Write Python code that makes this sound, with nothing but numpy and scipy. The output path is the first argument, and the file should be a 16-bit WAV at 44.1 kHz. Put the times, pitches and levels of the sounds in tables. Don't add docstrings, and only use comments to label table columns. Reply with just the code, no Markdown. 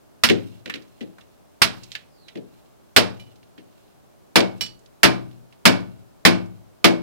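import sys
import numpy as np
from scipy import signal
from scipy.fft import rfft, irfft, next_fast_len
from scipy.io import wavfile
from scipy.ndimage import uniform_filter1d

SR = 44100
rng = np.random.default_rng(int(sys.argv[2]) if len(sys.argv) > 2 else 0)


def output_pcm(signal):
    pcm = np.clip(np.atleast_2d(signal).T, -1, 1) * 32767
    wavfile.write(sys.argv[1], SR, np.round(pcm).astype(np.int16))


N = 309582
RING = 36000
AGE = np.arange(RING) / SR

# [t/s, level/dB, firmness from 0 (crumbling) to 1 (solid), hollow core level/dB]
BLOWS = [(.236, -3.5, .02, -32.5), (1.618, -1, 0, -33), (2.963, 2, 0.46, -11.5), (4.357, -1.5, 0.79, -8.5),
         (5.032, 2.5, 1, -22), (5.654, 3, 0.9, -14.5), (6.251, 2, 0.96, -14), (6.843, -1, 0.98, -11)]
# [t/s, clack level/dB, knock level/dB]
LUMPS = [(.297, -10, -10), (0.658, -23.5, -32), (.739, -22.5, -33), (1.008, -35, -29), (2.354, -34, -26.5),
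         (3.579, -43, -40)]
# [f/Hz, level/dB, t60/s]
WALL_MODES = [(106.7, -12.5, 0.84), (124, -13.5, 0.95), (131.7, -8.5, 0.15), (179.9, -5, .55),
              (190.8, -4, .48), (238.3, 0.5, .36), (279, -7, 0.43), (328.8, -3, 0.44), (395, -9.5, 0.27),
              (432.6, -9.5, 0.34)]
# [f/Hz, correlation]
MIC_CORRELATION = [(100, -0.86), (300, -0.74), (640, -0.36), (1400, 0), (4000, 0)]


def undb(db):
    return 10 ** (np.asarray(db) / 20)


def read(points, hz):
    f, value = np.transpose(points)
    return np.interp(np.log(np.maximum(hz, 1)), np.log(f), value)


def between(ends, share):
    return ends[0] + (ends[1] - ends[0]) * np.clip(share, 0, 1)


def freqs(size):
    return np.fft.rfftfreq(size, 1 / SR) + 1


def shape(x, gain):
    return irfft(rfft(x) * gain / np.sqrt(np.mean(gain ** 2)), x.shape[-1])


def colour(x, points):
    return shape(x, undb(read(points, freqs(x.shape[-1]))))


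def resonance(hz, width_octaves):
    return np.exp(-.5 * (np.log2(freqs(RING) / hz) / width_octaves) ** 2)


def swell(seconds):
    return 1 - np.exp(-AGE / seconds)


def fade(t60):
    return np.exp(-np.log(1000) * AGE / t60)


def settle(sound):
    return sound * np.minimum(2 * (1 - AGE / AGE[-1]), 1) ** 2


def add(track, s, sound):
    start = int(s * SR)
    part = sound[:, :max(N - start, 0)]
    track[:, start:start + part.shape[1]] += part


def diffuse(size):
    alike = np.clip(read(MIC_CORRELATION, freqs(size)), -.99, .99)
    mid, side = rfft(rng.standard_normal((2, size))) * np.sqrt([(1 + alike) / 2, (1 - alike) / 2])
    return irfft([mid + side, mid - side], size)


def reflections(early_t60, tail_db):
    # [f/Hz, t60/s]
    tail_t60 = [(100, 0.99), (300, 0.67), (1000, 0.37), (3000, 0.23), (6000, 0.33), (14000, 0.081)]
    octaves = np.log2(np.clip(freqs(RING), 62.5, 16000) / 62.5)
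    spectrum = rfft(diffuse(RING))
    tail = 0
    for k in range(9):
        band = irfft(spectrum * np.maximum(1 - abs(octaves - k), 0), RING)
        tail = tail + band * fade(read(tail_t60, 62.5 * 2 ** k))
    return diffuse(RING) * fade(early_t60) + undb(tail_db) * tail


def ring(modes, scatter_db, detune):
    out, power = 0, 0
    for (hz, db, t60), (size, shift, phase) in zip(modes, rng.standard_normal((len(modes), 3))):
        mic_lag = np.arccos(np.clip(read(MIC_CORRELATION, hz), -1, 1))
        angle = 2 * np.pi * (hz * (1 + detune * shift) * AGE + phase)
        out = out + undb(db + scatter_db * size) * fade(t60) * np.sin([angle, angle + mic_lag])
        power += undb(db) ** 2 / 2
    return out / np.sqrt(power)


def fracture(seconds, response, contact, rough_db):
    seconds = max(seconds, 1 / SR)
    breaks = uniform_filter1d(rng.standard_normal(RING), size=24)
    uneven = undb(rough_db * breaks / breaks.std() * np.exp(-AGE / (4 * seconds)))
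    return response * uneven * np.sqrt((contact + swell(seconds)) / (contact + 1))


def outdoors():
    # [f/Hz, relative level/dB]
    rumble_spectrum = [(15, -42), (25, -13.5), (79, -4.5), (142, -5), (224, -6), (394, -7.5), (515, -12),
                       (588, -8), (856, -15.5), (1420, -21.5), (1910, -27), (10300, -34.5), (15000, -35)]
    rumble = colour(diffuse(next_fast_len(N)), rumble_spectrum)[:, :N]
    hiss = colour(rng.standard_normal((2, N)), [(14000, 0.5), (15500, -17.5)])
    return undb(-53.5) * rumble + undb(-74.5) * hiss


def hammer():
    # [f/Hz, relative level/dB]
    crack_spectrum = [(40, -14.5), (150, -7.5), (600, -10), (1000, -3.5), (1600, -0.5), (2600, 0),
                      (3500, -1), (5200, -2.5), (6300, -12), (10000, -14.5), (16000, -23)]
    thud_spectrum = [(25, -31.5), (70, -18.5), (120, -9), (220, 0.5), (350, -2.5), (500, -11), (700, -3.5),
                     (1100, -24), (3000, -53.5)]
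    # [f/Hz, level/dB, t60/s]
    block_modes = [(592, 3, .33), (651, 0, .3), (688, 3, .26), (803, -6, .24), (899, -4, .3),
                   (927, -3, .25), (1045, -2, .3), (1200, -8, .38), (1308, -2, .2), (1486, -6, .38),
                   (1640, -2, .25), (1702, 1, .2), (1787, -4, .2), (1940, -2, .22), (2218, -4, .35),
                   (2300, -1, .28), (2395, -3, .28), (2500, -2, .22), (2659, -11, .33)]
    crush_s, tilt_db_per_octave = (0.0012, 0.0031), (-0.54, -1.66)
    wall_db, block_db = (-22.5, -10), (-32, -15.5)
    treble_octaves = np.log2(np.maximum(freqs(RING) / 1000, 1))
    out = np.zeros((2, N))
    for s, db, firmness, core_db in BLOWS:
        response = reflections(early_t60=0.098, tail_db=-16.5)
        crush = fracture(between(crush_s, firmness), response, contact=0.57, rough_db=2.5)
        tilt_db = between(tilt_db_per_octave, firmness) * treble_octaves
        crack = shape(crush, undb(read(crack_spectrum, freqs(RING)) + tilt_db))
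        thud = colour(reflections(early_t60=0.31, tail_db=-11.5), thud_spectrum)
        boom = ring(WALL_MODES, scatter_db=4.0, detune=0.0054)
        wall = (undb(-4) * thud + undb(-1.5) * boom) * swell(0.0047)
        core = shape(diffuse(RING) * fade(0.32) * swell(.006), resonance(hz=377, width_octaves=.75))
        block = ring(block_modes, scatter_db=3, detune=.002)
        blow = crack + undb(between(wall_db, firmness)) * wall + undb(between(block_db, firmness)) * block
        add(out, s, settle(undb(db) * blow + undb(core_db) * core))
    return out


def sand(delay_s=0.049, length_s=0.33, grains_per_s=1000, spread_db=3, surge_db=3):
    # [f/Hz, relative level/dB]
    sand_spectrum = [(300, -20.5), (1500, -6.5), (2900, 0.5), (4700, -2.5), (7000, -12), (15000, -14)]
    blow_db, lump_db = (-56, -66), -69
    shaken = [(s, between(blow_db, firmness)) for s, _, firmness, _ in BLOWS]
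    shaken += [(s, lump_db) for s, *_ in LUMPS]
    out, response = np.zeros((2, N)), reflections(early_t60=.04, tail_db=-18)
    for s, db in shaken:
        falls = rng.random(RING) < grains_per_s / SR
        sizes = undb(spread_db * np.minimum(rng.exponential(size=RING), 5))
        grains = falls * sizes * rng.choice([-1, 1], RING)
        surges = np.interp(AGE, np.linspace(0, AGE[-1], 36), rng.standard_normal(36))
        flow = np.sqrt(np.sin(np.pi * np.minimum(AGE / length_s, 1))) * undb(surge_db * surges)
        trickle = grains * flow / grains.std()
        patter = signal.fftconvolve(response, trickle[None])[:, :RING] / np.linalg.norm(response[0])
        add(out, s + delay_s, undb(db) * settle(colour(patter, sand_spectrum)))
    return out


def clack(hz, crumble_s, skirt_db=-16, dull_hz=7000):
    # [f/Hz, level/dB, t60/s before added damping]
    flake_modes = [(1829, -2, 0.2), (2070, -8, 0.097), (2770, -1, 0.079), (2990, 0, 0.062),
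                   (3470, -1, 0.07), (4070, -3, 0.26)]
    body = resonance(hz, width_octaves=0.59) + undb(skirt_db) / (1 + (freqs(RING) / dull_hz) ** 2)
    snap = fracture(crumble_s, reflections(early_t60=0.067, tail_db=-15), contact=0.16, rough_db=6.5)
    flake = ring(flake_modes, scatter_db=1.5, detune=0.045) * fade(t60=0.27)
    sound = shape(snap + undb(-14) * flake, body)
    return settle(sound / abs(sound.mean(axis=0)).max())


def chips(crumble_s=.006, doubling_db=22):
    # [t/s, level/dB, centre f/Hz]
    breaks = [(0.2879, -9, 2580), (0.697, -23, 1950), (1.1836, -40, 1180), (1.2085, -43.5, 2930),
              (1.834, -34.5, 4730), (1.918, -24, 3800), (1.951, -19, 2600), (2.2826, -36.5, 2770),
              (3.4298, -43, 3220), (4.4037, -14.5, 3160), (4.6604, -28, 3600), (4.8594, -45, 4000)]
    out = np.zeros((2, N))
    for s, db, hz in breaks:
        add(out, s, undb(db) * clack(hz, crumble_s * 2 ** (db / doubling_db)))
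    return out


def knock(hz):
    hollow = shape(reflections(early_t60=0.28, tail_db=-17.5), resonance(hz, width_octaves=.65))
    wall = ring(WALL_MODES, scatter_db=4.0, detune=0.0055)
    return settle((hollow + undb(-9.5) * wall) * swell(0.0059))


def lumps(clack_hz=2500, crumble_s=0.0026, bounce_s=0.017, bounce_db=-8.5):
    out = np.zeros((2, N))
    for s, clack_db, knock_db in LUMPS:
        add(out, s, undb(clack_db) * clack(clack_hz, crumble_s) + undb(knock_db) * knock(hz=270))
        add(out, s + bounce_s, undb(clack_db + bounce_db) * clack(clack_hz, crumble_s))
    return out


def crumbs(count=2, fall_s=(0.13, 0.68), db=-50.5, hz=3610, scatter_db=3, scatter_octaves=.4):
    out = np.zeros((2, N))
    for s, *_ in BLOWS:
        for when, (loud, pitch) in zip(rng.random(count), rng.standard_normal((count, 2))):
            tick = clack(hz * 2 ** (scatter_octaves * pitch), crumble_s=.001)
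            add(out, s + between(fall_s, when), undb(db + scatter_db * loud) * tick)
    return out


def whistle(start_s=2.034, length_s=0.32, slide_hz=(5650, 3300), waver=0.045, db=-58):
    progress = np.minimum(AGE / length_s, 1)
    wobble = uniform_filter1d(rng.standard_normal((2, RING)), size=40)
    hz = between(slide_hz, progress) * (1 + waver * wobble / wobble.std())
    tone = np.sin(2 * np.pi * np.cumsum(hz, axis=1) / SR)
    out = np.zeros((2, N))
    add(out, start_s, undb(db) * np.sin(np.pi * progress ** 2) * tone)
    return out


def clinks(firm_touch_db=-21.5):
    # [t/s, level/dB]
    touches = [(3.197, -45), (3.268, -60), (4.609, -21)]
    # [f/Hz, level/dB, t60/s]
    chisel_modes = [(2370, -4, .14), (2905, -6, .25), (2977, 1, .21), (4040, -1, .11), (4296, -12, .28),
                    (4600, -7, .27), (5480, 1, .18), (5830, -20, .3), (7461, -10, .18), (8400, -16, .18),
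                    (9500, -15, .16)]
    # [f/Hz, relative level/dB]
    tick_spectrum = [(300, -4.5), (1200, -8), (4000, 0.0), (7000, -10.5), (15000, -15)]
    out, response = np.zeros((2, N)), reflections(early_t60=0.116, tail_db=-10.5)
    for s, touch_db in touches:
        db_per_octave = .55 * (touch_db - firm_touch_db)
        modes = [(hz, db + db_per_octave * np.log2(hz / 1000), t60) for hz, db, t60 in chisel_modes]
        tick = colour(fracture(.0005, response, contact=0.8, rough_db=-7.5), tick_spectrum)
        steel = ring(modes, scatter_db=2, detune=.001)
        clink = steel + undb(-3) * tick + undb(-15.5) * knock(hz=170)
        add(out, s, undb(touch_db) * settle(clink))
    return out


def scene():
    # [f/Hz, left minus right level/dB]
    balance = [(60, 5), (200, 4.5), (700, 2.5), (1300, -2.5), (2400, -4), (4000, -14), (8000, -7),
               (15000, -2.5)]
    work = hammer() + chips() + lumps() + clinks() + sand() + crumbs() + whistle()
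    size = next_fast_len(N + RING)
    mic_gains = undb(np.outer([.5, -.5], read(balance, freqs(size))))
    mic_gains /= np.sqrt(np.mean(mic_gains ** 2, axis=0))
    return irfft(rfft(work, size) * mic_gains, size)[:, :N] + outdoors()


def record(dry, ceiling=0.73, hardness=5, top_hz=16000):
    clipped = dry / (1 + abs(dry / ceiling) ** hardness) ** (1 / hardness)
    return signal.sosfilt(signal.ellip(10, .1, 70, top_hz, fs=SR, output="sos"), clipped)


dry = scene()
out = record(dry)
output_pcm(out)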